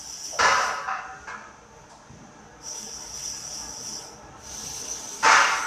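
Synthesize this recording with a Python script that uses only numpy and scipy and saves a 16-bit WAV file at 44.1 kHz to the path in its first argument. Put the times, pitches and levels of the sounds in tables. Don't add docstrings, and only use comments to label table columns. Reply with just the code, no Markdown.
import sys
import numpy as np
from scipy import signal
from scipy.fft import rfft, irfft, next_fast_len
from scipy.io import wavfile
from scipy.ndimage import uniform_filter1d

SR = 44100
rng = np.random.default_rng(int(sys.argv[2]) if len(sys.argv) > 2 else 0)


def pcm_store(signal):
    levels = np.round(np.clip(np.atleast_2d(signal), -1, 1) * 32767)
    wavfile.write(sys.argv[1], SR, levels.astype(np.int16).T)


N = 249606

# (time [s], level [dB], place struck, brightness [dB/octave],
# rattle length [s], rattle level relative to the slam [dB])
SLAMS = [(0.388, -17, "near stop", 0.5, .39, -1.5), (.595, -24.5, "rollers", -5, .12, -4.5),
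         (0.875, -28, "rollers", 4, .13, -2.5), (1.272, -30, "latch", 0, .17, -8.5),
         (5.227, -19.5, "far stop", -2, .02, -3), (5.245, -13, "far stop", -6, .05, 0.5),
         (5.308, -14.5, "far stop", 4.5, .26, -3)]
# (frequency [Hz], relative density [dB])
NEAR_STOP_SPECTRUM = [(59, -77), (100, -21), (289, -19), (375, -20.5), (468, -3), (507, -19), (549, -2),
                      (684, -10), (1000, 0), (1080, -4), (1300, -5), (2890, -16.5), (3200, -22.5),
                      (5830, -11), (12000, -53), (15600, -98), (22000, -120)]
ROLLER_SPECTRUM = [(240, -67), (400, -37), (694, -11), (749, -0.5), (838, -14), (1280, -4.5), (1610, -9.5),
                   (2280, -26.5), (2650, -15.5), (3050, -39), (5850, -27), (8000, -57), (10400, -84.5),
                   (17600, -120)]
LATCH_SPECTRUM = [(210, -63), (350, -24), (467, -11), (512, -28), (561, -11.5), (1020, -8.5), (1620, -0.5),
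                  (1950, -23), (2190, -11), (3080, -29.5), (6000, -20.5), (8000, -34), (10400, -53),
                  (17600, -120)]
FAR_STOP_SPECTRUM = [(59, -67), (100, -46), (313, -19.5), (468, -28), (507, -39), (549, -9.5), (712, -10),
                     (870, -6), (962, -7), (1410, -2.5), (1520, -5), (2190, -10), (3330, -19.5),
                     (6200, -12.5), (12000, -52), (15600, -82), (22000, -120)]
# (clatter gain [dB], mode gain [dB], decay time factor)
PLACE_RESPONSE = [(-2, 1, 1.014), (-1.5, -3.1, 0.73), (-4.5, -3.5, 0.78), (-3, -1.74, 0.9)]

def carriage():
    out = np.zeros((2, N))
    places = [("near stop", NEAR_STOP_SPECTRUM), ("rollers", ROLLER_SPECTRUM),
              ("latch", LATCH_SPECTRUM), ("far stop", FAR_STOP_SPECTRUM)]
    for place, (name, spectrum) in enumerate(places):
        blows = [blow for start, db, struck, *shape in SLAMS if struck == name
                 for blow in rattle(start, db, *shape)]
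        onset = blows[0][0]
        t = onset + np.arange(54000) / SR
        clatter_db, modes_db, sustain = PLACE_RESPONSE[place]
        add(out, onset, gain_of(clatter_db) * clatter(blows, t, spectrum, sustain))
        add(out, onset, gain_of(modes_db) * frame_modes(blows, t, place, sustain))
    return out


def rattle(start, db, bright, length, rattle_db, gap_s=0.033, scatter=0.31, fade_db_per_s=62):
    slam_build_s, rebound_build_s, dulling_db_per_octave_per_s = 0.012, 0.0035, 12.5
    ages = gap_s * (np.arange(1, 25) + scatter * (2 * rng.random(size=24) - 1))
    blows = [(start, db, slam_build_s, bright)]
    for age in ages[ages < length]:
        level = db + rattle_db - fade_db_per_s * age
        blows.append((start + age, level, rebound_build_s, bright - dulling_db_per_octave_per_s * age))
    return blows


# (frequency [Hz], T60 before the place's factor [s])
CLATTER_DECAY = [(150, 0.86), (600, 0.73), (1300, 0.62), (2500, 0.93), (6000, 0.36), (12000, 0.5)]

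def clatter(blows, t, spectrum, sustain, bands=10, chatter_db=0.54, chatter_per_s=170):
    hz = np.fft.rfftfreq(len(t), 1 / SR)
    centres = np.geomspace(150, 12000, bands)
    dense_modes = rfft(noise(spectrum, len(t), ripple_db=3.5, ripple_hz=19, spread_db=-6))
    out = 0
    for centre, weights in zip(centres, np.eye(bands)):
        passband = curve_at(np.transpose([centres, weights]), hz)
        band = irfft(dense_modes * passband, len(t))
        out = out + band * ring_envelope(blows, t, centre, sustain * curve_at(CLATTER_DECAY, centre))
    return out * gain_of(chatter_db * wander(len(t), chatter_per_s))


# (frequency [Hz], relative level when struck at the
# near stop [dB], at the rollers [dB], at the latch [dB], at the far stop [dB])
FRAME_MODES = [(477, -21, -32, -21, -31), (554, -16, -32, -24, -22), (762, -22, -10, -27, -20),
               (898, -29, -25, -15, -11), (1005, -11, -19, -14, -17), (1036, -16, -27, -12, -19),
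               (1139, -19, -20, -19, -18), (1208, -22, -35, -31, -33), (1251, -23, -13, -31, -17),
               (1278, -12, -14, -12, -32), (1325, -14, -14, -17, -12), (1375, -33, -22, -35, -12),
               (1411, -20, -22, -22, -12), (1441, -14, -12, -15, -15), (1581, -15, -12, -15, -22),
               (1711, -13, -33, -23, -20), (1746, -19, -16, -19, -22), (1872, -19, -19, -30, -24),
               (1904, -41, -30, -41, -18), (2012, -21, -35, -36, -37), (2046, -25, -20, -33, -22),
               (2104, -32, -36, -48, -22), (2155, -42, -30, -23, -22), (2187, -33, -40, -34, -22),
               (2335, -31, -42, -42, -26), (2578, -34, -25, -25, -29), (2622, -37, -23, -24, -39),
               (2658, -27, -27, -43, -32), (2794, -29, -45, -37, -27), (2863, -27, -42, -35, -35)]
# (frequency [Hz], T60 before the place's factor [s])
MODE_DECAY = [(480, 0.82), (560, 0.66), (760, 0.8), (900, 1.07), (1010, 1.04), (1140, 1.44), (1300, 1.19),
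              (1440, 1.3), (1600, 1.18), (1750, 0.98), (2100, 0.92), (2800, 0.44)]

def frame_modes(blows, t, place, sustain, blur_hz=4, flutter_db=5.0):
    out = 0
    for hz, *place_db in FRAME_MODES:
        cycles = hz * t + np.cumsum(blur_hz * wander(len(t), 47.2)) / SR + rng.random()
        flutter = unit_rms(gain_of(flutter_db * wander(len(t), 26.06)))
        envelope = ring_envelope(blows, t, hz, sustain * curve_at(MODE_DECAY, hz))
        out = out + gain_of(place_db[place]) * flutter * envelope * np.sin(2 * np.pi * cycles)
    return np.sqrt(2) * out


def ring_envelope(blows, t, hz, t60, pivot_hz=1300, reach_octaves=0.37, crash=0.12, crash_s=0.054):
    start, db, build_s, bright = np.transpose(blows)[..., None]
    coarse_t = t[::16]
    age = np.maximum(coarse_t - start, 0)
    octaves = np.clip(np.log2(hz / pivot_hz), -reach_octaves, reach_octaves)
    rise = 1 - np.exp(-age / build_s)
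    decay = np.exp(-np.log(1000) * age / t60) + crash * np.exp(-age / crash_s)
    energy = (gain_of(db + bright * octaves) * decay) ** 2 * rise
    return np.interp(t, coarse_t, np.sqrt(energy.sum(0)))


# (valve opens [s], valve shuts [s], level [dB], opening time [s],
# tilt above the port resonance [dB/octave], direction)
STROKES = [(-.1, 0.692, -38, 0.056, 2.5, "out"), (2.579, 4.02, -38.5, 0.094, 1.5, "out"),
           (4.313, 5.654, -38, 0.22, 0.5, "back")]

def cylinder():
    return sum(jet(*stroke) for stroke in STROKES)


# (frequency [Hz], relative density [dB])
OUT_PORT_SPECTRUM = [(1200, -29), (2600, -24), (3480, -18.5), (3700, -28.5), (4300, -27), (5200, -7),
                     (5880, 1.5), (6400, -14), (8000, -18.5), (8900, -28), (10000, -26), (10900, -32),
                     (13200, -33), (14200, -34)]
RETURN_PORT_SPECTRUM = [(1000, -18), (2100, -18), (3100, -10), (4000, -12.5), (5100, -6), (5700, 1),
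                        (6080, 5), (6450, -3.5), (7000, -11), (8000, -10), (9000, -16.5), (12000, -23),
                        (14200, -23)]
PORT_RESONANCE_HZ, EMPTYING_DB_PER_S = 6000, 101

def jet(opens, shuts, db, opening_s, tilt, direction, sputter_db=0.5, eddy_db=1.9):
    t = np.arange(N) / SR
    valve = np.clip((t - opens) / opening_s, 0, 1) ** 2
    flow_db = db + surge_db(t) - EMPTYING_DB_PER_S * np.maximum(t - shuts, 0)
    port = OUT_PORT_SPECTRUM if direction == "out" else RETURN_PORT_SPECTRUM
    spectrum = [(hz, level + tilt * max(np.log2(hz / PORT_RESONANCE_HZ), 0)) for hz, level in port]
    hiss = patchy(noise(spectrum, N, ripple_db=2.0, ripple_hz=40.24), eddy_db, window=512, span=9)
    return valve * hiss * gain_of(flow_db + sputter_db * wander(N, 70))


# (time [s], length [s], boost [dB])
SURGES = [(0.23, 0.13, 4), (2.744, 0.16, 3.5), (3.14, 0.38, 5.5), (3.5, 0.22, 4), (3.837, 0.16, 4),
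          (4.644, 0.37, 3)]

def surge_db(t, skew=0.46):
    return sum(db * np.sin(np.pi * np.clip((t - start) / length, 0, 1) ** skew)
               for start, length, db in SURGES)


# (time [s], level [dB], centre [Hz], half-width at -5 dB [octaves], build-up [s])
KNOCKS_AND_RINGS = [(.314, -31, 694, 0.34, 0.036), (.39, -44.5, 72, 0.4, .005),
                    (.968, -36, 760, 0.026, 0.007), (1.893, -53.5, 5240, .5, 0.0034),
                    (1.905, -48, 845, 0.3, .008), (2.094, -43.5, 134, 0.74, 0.0072),
                    (2.181, -46, 229, 0.47, .012), (3.77, -47, 130, 0.72, .012),
                    (4.25, -45, 100, 0.54, .015), (4.45, -45.5, 65, 0.35, .02),
                    (4.621, -46.5, 70, 1, 0.022), (5.25, -32, 477, 0.11, 0.0058)]

def knocks_and_rings(t60_s=0.75):
    out, t = np.zeros((2, N)), np.arange(SR) / SR
    for start, db, hz, octaves, build_s in KNOCKS_AND_RINGS:
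        envelope = (1 - np.exp(-t / build_s)) * np.exp(-np.log(1000) * t / t60_s)
        resonance = [(hz * 2 ** (k * octaves), -5 * k ** 2) for k in range(-4, 5)]
        add(out, start, gain_of(db) * noise(resonance, SR) * envelope)
    return out


# (frequency [Hz], relative level [dB], bandwidth [Hz])
HUM_RESONANCES = [(60.3, -76.5, 13), (213, -60.5, 13), (299, -65, 27), (409, -62, 13), (470, -61, 45),
                  (603, -63.5, 25), (736, -69, 85), (888, -58, 40), (1324, -66.5, 40), (1674, -63, 32),
                  (2400, -77, 30)]
# (frequency [Hz], relative density [dB])
WHIRR_SPECTRUM = [(110, -21), (180, -15), (327, -5), (367, -14.5), (470, -3), (522, -13.5), (602, -4.5),
                  (685, -11.5), (731, -4.5), (911, -5.5), (1170, -12), (1340, -9), (1590, -14.5),
                  (2260, -23), (4000, -32), (5200, -69), (8800, -120)]

def motors(idle_whirr_db=-53.5, hum_db=-1.5, rattle_db=1, churn_db=3.0):
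    t, hum = np.arange(N) / SR, 0
    load = gain_of(load_db(t))
    for hz, db, width_hz in HUM_RESONANCES:
        phase = 2 * np.pi * hz * t
        narrowband = wander(N, width_hz) * np.cos(phase) + wander(N, width_hz) * np.sin(phase)
        hum = hum + gain_of(db) * narrowband
    whirr_gain = gain_of(idle_whirr_db + rattle_db * wander(N, 35)) * load
    whirr = whirr_gain * noise(WHIRR_SPECTRUM, N, ripple_db=0)
    return patchy(gain_of(hum_db) * unit_rms(load) * hum + whirr, churn_db, window=2048, span=4)


def load_db(t, start_s=2.17, take_up_s=0.11, step_db=2.2, climb_db_per_s=1.06):
    age = np.maximum(t - start_s, 0)
    return step_db * np.minimum(age / take_up_s, 1) + climb_db_per_s * age


# (frequency [Hz], relative density [dB])
RUMBLE_SPECTRUM = [(20, -35), (34, -21), (47, 2), (60, 7), (88, -6), (120, 1.5), (155, 1.5), (200, -8.5),
                   (300, -43)]

def rollers(idle_db=-57, load_share=0.32, lurch_db=2.0):
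    level_db = idle_db + load_share * load_db(np.arange(N) / SR) + lurch_db * wander(N, 9)
    return gain_of(level_db) * noise(RUMBLE_SPECTRUM, N)


# (frequency [Hz], relative density [dB])
LEAK_SPECTRUM = [(2500, -3.5), (4000, -11), (5200, -6.5), (6100, 4), (7000, -8), (8500, -17.5),
                 (10000, -26), (12000, -49), (14000, -47)]

def leak(db=-57, waver_db=1.0):
    return gain_of(db + waver_db * wander(N, 6.57)) * noise(LEAK_SPECTRUM, N)


# (frequency [Hz], side relative to mid [dB])
STEREO_WIDTH = [(100, -41), (700, -54), (1400, -59), (2400, -55), (3800, -11), (5800, -33.5), (8000, -3.5),
                (10000, -6), (14000, -5)]

def noise(spectrum, n, ripple_db=2.3, ripple_hz=50, spread_db=0):
    size = next_fast_len(n, True)
    hz = np.fft.rfftfreq(size, 1 / SR)
    ripple = np.interp(hz / ripple_hz, np.arange(4096), rng.uniform(-1, 1, 4096)) * np.sqrt(9 / 2)
    ripple *= np.minimum(hz / 1500, 1)
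    colour = gain_of(curve_at(spectrum, hz) + ripple_db * ripple)
    mid, side = rfft(rng.standard_normal((2, size))) * colour
    side = side * gain_of(curve_at(STEREO_WIDTH, hz) + spread_db)
    return unit_rms(irfft([mid + side, mid - side], size)[:, :n])


def patchy(x, depth_db, window, span):
    cells = signal.stft(x, SR, nperseg=window)[2]
    across_bands = uniform_filter1d(rng.standard_normal(cells.shape[1:]), span, axis=0)
    patches = unit_rms(uniform_filter1d(across_bands, span, axis=1))
    return signal.istft(cells * gain_of(depth_db * patches), SR, nperseg=window)[1][:, :N]


def wander(n, per_s):
    position = np.arange(n) / SR * per_s
    return np.interp(position, np.arange(1024), rng.standard_normal(1024)) * np.sqrt(3 / 2)


def gain_of(db):
    return 10 ** (np.asarray(db) / 20)


def unit_rms(x):
    return x / np.sqrt(np.mean(abs(x) ** 2) + 1e-20)


def curve_at(points, hz):
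    frequencies, values = np.transpose(points)
    return np.interp(np.log(hz + 1), np.log(frequencies + 1), values)


def add(mix, start_s, sound):
    part = mix[:, round(start_s * SR):][:, :sound.shape[-1]]
    part += sound[..., :part.shape[-1]]


def scene():
    return carriage() + cylinder() + knocks_and_rings() + motors() + rollers() + leak()


def record(dry, cutoff_hz=14300):
    lowpass = signal.firwin(801, cutoff_hz, window=("kaiser", 9), fs=SR)
    return signal.oaconvolve(dry, lowpass[None], "same")


dry = scene()
out = record(dry)
pcm_store(out)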